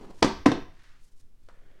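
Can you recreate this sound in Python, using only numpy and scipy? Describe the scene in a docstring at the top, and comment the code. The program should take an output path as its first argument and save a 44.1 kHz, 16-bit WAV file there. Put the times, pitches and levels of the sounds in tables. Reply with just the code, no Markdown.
"""In a small room, over a low rumble of air, fingers shift and tap on a cardboard gift box and a ribbon
brushes by. The box is set down on a wooden table: one edge lands with a hollow knock, pushing out air
that nudges the close microphone, then the base slaps flat and rocks. The ribbon swishes aside.
Last, the box's sleeve begins to slide with a soft rub as a fingertip taps it."""
import sys
import numpy as np
from scipy import signal
from scipy.fft import rfft, irfft, next_fast_len
from scipy.io import wavfile
from scipy.ndimage import map_coordinates

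SR = 44100
rng = np.random.default_rng(int(sys.argv[2]) if len(sys.argv) > 2 else 0)


def master(y):
    """Save y as 16-bit WAV."""
    cut = np.clip(np.atleast_2d(y).T, -1, 1)
    pcm = np.round(cut * 32767)  # scale
    wavfile.write(sys.argv[1], SR, pcm.astype(np.int16))


N = 79380  # 1.8 s
TIME = np.arange(N) / SR


def gain(db):
    """Turn decibels into a number to multiply by."""
    return 10 ** (np.asarray(db) / 20)


def normalise(x):
    """Scale a sound to an average (rms) strength of 1."""
    return x / np.sqrt(np.mean(x ** 2) + 1e-20)


def value_at(points, hz):
    """Read between (frequency, value) points, spaced by octaves."""
    freqs, values = np.transpose(points)
    return np.interp(np.log(hz + 1), np.log(freqs + 1), values)


def filtered(x, gain_at):
    """Turn each frequency up or down by gain_at(hz)."""
    size = next_fast_len(N + SR // 2)
    hz = np.fft.rfftfreq(size, 1 / SR)
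    return irfft(rfft(x, size) * gain_at(hz), size)[:N]


def noise(tone):
    """Noise shaped by a (frequency, level) table."""
    return normalise(filtered(rng.standard_normal(N), lambda hz: gain(value_at(tone, hz))))


def loudness(points):
    """A volume curve through (time, level) points."""
    return gain(np.interp(TIME, *np.transpose(points)))


def fade(t, fade_s):
    """Die away by 60 dB in fade_s seconds, the fade time."""
    return np.exp(-np.log(1000) * t / fade_s)


def hit(start, fade_s, attack_s=0.00027):
    """The volume curve of a blow: jump up, then die away."""
    age = np.maximum(TIME - start, 0)
    return (1 - np.exp(-age / attack_s)) * fade(age, fade_s)


def friction(tone, rough_db=2, catches_per_s=170):
    """Rubbing: noise roughened by fibres catching and letting go."""
    flutter = map_coordinates(rng.standard_normal(N), [TIME * catches_per_s])
    return normalise(noise(tone) * gain(rough_db * flutter))


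# Tone of the background air (frequency [Hz], level [dB])
AIR_TONE = [(10, 5.5), (22, -8.5), (40, -18), (65, -29.5), (88, -21), (120, -32), (300, -37), (700, -50.5),
            (2000, -54.5), (8000, -59.5), (16000, -64)]
def room_air():
    """The quiet room and air on the microphone make a steady rumble."""
    return gain(-46) * noise(AIR_TONE)


# How loudly the fingers rub (time [s], level [dB])
GRIP_LEVELS = [(0, -49), (0.05, -46), (0.085, -54.5), (0.11, -45.5), (0.135, -59), (0.2, -62), (0.23, -83)]
# Tone of skin on card (frequency [Hz], level [dB])
SKIN_TONE = [(60, -17.5), (200, 4), (400, 6.5), (600, -6.5), (950, -3.5), (1600, -18), (4000, -23),
             (8000, -30.5), (15000, -46.5)]
def finger_rub():
    """Skin drags on the card as the grip shifts."""
    return loudness(GRIP_LEVELS) * friction(SKIN_TONE)


# Light finger taps (time [s], level [dB])
TAPS = [(0.108, -58.5), (1.4867, -43.5)]
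# Tone of a tap (frequency [Hz], level [dB])
TAP_TONE = [(100, -20.5), (300, -9), (550, 7), (1500, 4.5), (2500, -11), (5000, -13), (9000, -21),
            (15000, -48.5)]
def finger_taps():
    """A fingertip makes a short tick, and the card rings briefly after it."""
    out = np.zeros(N)
    for start, db in TAPS:
        tick_and_ring = hit(start, fade_s=0.014) + gain(-12) * hit(start, fade_s=0.2)
        out += gain(db) * noise(TAP_TONE) * tick_and_ring
    return out


# Ribbon strokes (start [s], length [s], level [dB], brightness [dB per octave])
RIBBON_STROKES = [(0.116, 0.16, -64, -5), (0.682, 0.36, -64.5, -11.5), (0.831, .01, -67, 0),
                  (0.995, 0.09, -67.5, -0.5), (1.071, 0.028, -70, -3.5), (1.111, 0.029, -71.5, -0.5),
                  (1.15, 0.084, -74.5, 0), (1.195, 0.023, -64.5, -1.5), (1.387, 0.13, -78, -4.5)]
# Tone of the cloth (frequency [Hz], level [dB])
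RIBBON_TONE = [(300, -23), (1500, -8.5), (2500, -9.5), (5500, -2.5), (9500, -4), (12000, -12.5),
               (16000, -22)]
def ribbon(tilt_above_hz=2000):
    """Soft strokes of cloth swell and fade, duller when dragged over card."""
    out = np.zeros(N)
    for start, length, db, brightness in RIBBON_STROKES:
        tilt = lambda hz: gain(brightness * np.log2(np.maximum(hz / tilt_above_hz, 1)))
        cloth = normalise(filtered(friction(RIBBON_TONE), tilt))
        swell = np.sin(np.pi * np.clip((TIME - start) / length, 0, 1))
        out += gain(db) * swell * cloth
    return out


# How the puff swells and dies (time [s], level [dB])
PUFF_LEVELS = [(0.2, -57), (0.25, -36.5), (0.4, -45.5), (0.62, -45.5), (0.72, -61), (0.85, -76)]
# Its deep tone (frequency [Hz], level [dB])
PUFF_TONE = [(10, 1), (30, -2), (65, -3.5), (110, -18), (300, -55)]
def air_puff():
    """Air pushed out from under the box nudges the microphone."""
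    return loudness(PUFF_LEVELS) * noise(PUFF_TONE)


def ring(start, notes, length_s=0.25, scatter_db=1.2, detune=0.006, soften_s=0.00023):
    """Struck card rings with fading notes, a little different in level and pitch at every blow."""
    t = np.arange(int(length_s * SR)) / SR
    tones = np.zeros(len(t))
    for hz, db, fade_s in notes:
        level_luck, pitch_luck = rng.standard_normal(2)
        wave = np.sin(2 * np.pi * hz * (1 + detune * pitch_luck) * t)
        tones += gain(db + scatter_db * level_luck) * fade(t, fade_s) * wave
    soft_start = 1 - np.exp(-t / soften_s)  # card gives a little as it lands
    return np.interp(TIME - start, t, tones * soft_start, left=0, right=0)


# Notes of the box's air and broad faces (frequency [Hz], level [dB], fade time [s])
HOLLOW_NOTES = [(150.5, -23, 0.07), (217.1, -17, 0.2), (286.8, 2, 0.066), (326.4, -3.5, 0.06),
                (382, -16.5, 0.29)]
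# Tone of the dull push on the table (frequency [Hz], level [dB])
THUD_TONE = [(20, -19.5), (60, -5.5), (130, -9.5), (300, 7.5), (700, -15), (3000, -61.5)]
def boom(start):
    """The hollow box booms as it thuds on the table."""
    return ring(start, HOLLOW_NOTES) + gain(-12) * noise(THUD_TONE) * hit(start, fade_s=0.065)


# Tone of the papery crack (frequency [Hz], level [dB])
CRACK_TONE = [(100, -18), (400, -1.5), (1000, 2), (1600, -0.5), (3000, -1.5), (5500, -4.5), (7500, -12.5),
              (9000, -19), (11000, -22), (12500, -35), (16000, -48)]
def crack(start, clack_hz, boost_db=10.5, width_octaves=0.4):
    """Card cracks on wood, boosted near the struck spot's pitch, and the contents rattle briefly."""
    clack = lambda hz: gain(boost_db * np.exp(-(np.log2((hz + 1) / clack_hz) / width_octaves) ** 2))
    card = normalise(filtered(noise(CRACK_TONE), clack))
    rattle = gain(-12.5) * hit(start, fade_s=0.15)
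    return card * (hit(start, fade_s=0.014) + rattle)


# Box meeting table (time [s], boom level [dB], panel level [dB], crack level [dB], clack pitch [Hz])
KNOCKS = [(0.224, -19, -26.5, -33.5, 800), (0.2268, -15.5, -17.5, -11, 820),
          (0.2289, -21.5, -14.5, -18.5, 850), (0.2458, -16, -28, -22, 900), (0.4579, -33.5, -27, -26, 1150),
          (0.46, -24.5, -17, -19, 1700), (0.4628, -8, -18, -21, 1100), (0.4668, -16, -26.5, -26.5, 1200),
          (0.4866, -19, -37, -43, 1100), (0.5172, -43.5, -24, -25.5, 3300), (0.5209, -23, -26, -40, 1080),
          (0.5538, -28.5, -35.5, -65, 900)]
# Notes of the stiff card panels (frequency [Hz], level [dB], fade time [s])
PANEL_NOTES = [(438.2, -3, 0.028), (465, -3.5, 0.036), (527, -16.5, 0.22), (657.6, -2.5, 0.043),
               (738.3, -2.5, 0.041), (843, -1.5, 0.017), (916, -9, 0.066), (1009, -8, .07),
               (1130, -13, 0.025), (1552, -13.5, 0.09), (1860, -13, 0.032), (2666, -12, .03),
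               (3617, -10.5, 0.023)]
def box_knocks(low_cut_hz=90):
    """One sound for each knock on the table: the box booms, cracks and rings its panels."""
    # Deep bass below about 90 Hz is cut from each knock.
    bass_cut = signal.butter(2, low_cut_hz, "highpass", fs=SR, output="sos")
    for start, boom_db, panel_db, crack_db, clack_hz in KNOCKS:
        knock = gain(boom_db) * boom(start)
        knock += gain(crack_db) * crack(start, clack_hz)
        knock += gain(panel_db) * ring(start, PANEL_NOTES)
        yield signal.sosfilt(bass_cut, knock)


# How loudly the sleeve slides (time [s], level [dB])
SLIDE_LEVELS = [(1.38, -90), (1.47, -75.5), (1.55, -65.5), (1.6, -68), (1.66, -65.5), (1.8, -64.5)]
# Tone of card on card (frequency [Hz], level [dB])
SLEEVE_TONE = [(80, 5.5), (250, 4.5), (600, 3.5), (900, -8.5), (1800, -2.5), (2700, -11.5), (3300, -10),
               (4500, -19), (9000, -28), (15000, -43)]
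def sleeve_slide():
    """The outer sleeve rubs over the box's drawer."""
    return loudness(SLIDE_LEVELS) * friction(SLEEVE_TONE)


# How long the echo lasts (frequency [Hz], fade time [s])
ECHO_FADES = [(80, 0.61), (170, 0.29), (280, 0.34), (700, 0.39), (2000, 0.43), (4000, 0.41), (5500, 0.45),
              (8000, 0.31), (11000, 0.21), (15000, .18)]
# Tone of the echo (frequency [Hz], level [dB])
ECHO_TONE = [(80, -1), (170, -0.5), (280, -3.5), (700, -2), (1600, 0), (3500, -1), (6000, -3), (9000, -3),
             (14000, -5)]
def room_echo(sound, delay_s=0.0041, build_s=0.002):
    """The room answers with a smooth tail in which each frequency dies at its own speed."""
    hz, t, bands = signal.stft(rng.standard_normal(SR), SR, nperseg=256)
    bands *= fade(t, value_at(ECHO_FADES, hz)[:, None])
    _, tail = signal.istft(bands, SR, nperseg=256)
    age = np.maximum(np.arange(len(tail)) / SR - delay_s, 0)
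    tail *= 1 - np.exp(-age / build_s)
    echo = signal.fftconvolve(sound, tail / np.linalg.norm(tail))[:N]
    return filtered(echo, lambda f: gain(value_at(ECHO_TONE, f)))


def scene():
    """The knocks and the handling, each with its own echo, over low moving air."""
    knocks = list(box_knocks())
    handling = finger_taps() + finger_rub() + sleeve_slide() + ribbon()
    mix = room_air() + air_puff()
    for sound in knocks + [handling]:
        mix += sound + gain(-8.5) * room_echo(sound)
    return mix[None]


def record(dry, top_hz=16200):
    """Cut away the very highest treble."""
    return filtered(dry[0], lambda hz: 1 / np.sqrt(1 + (hz / top_hz) ** 160))[None]


dry = scene()
out = record(dry)
master(out)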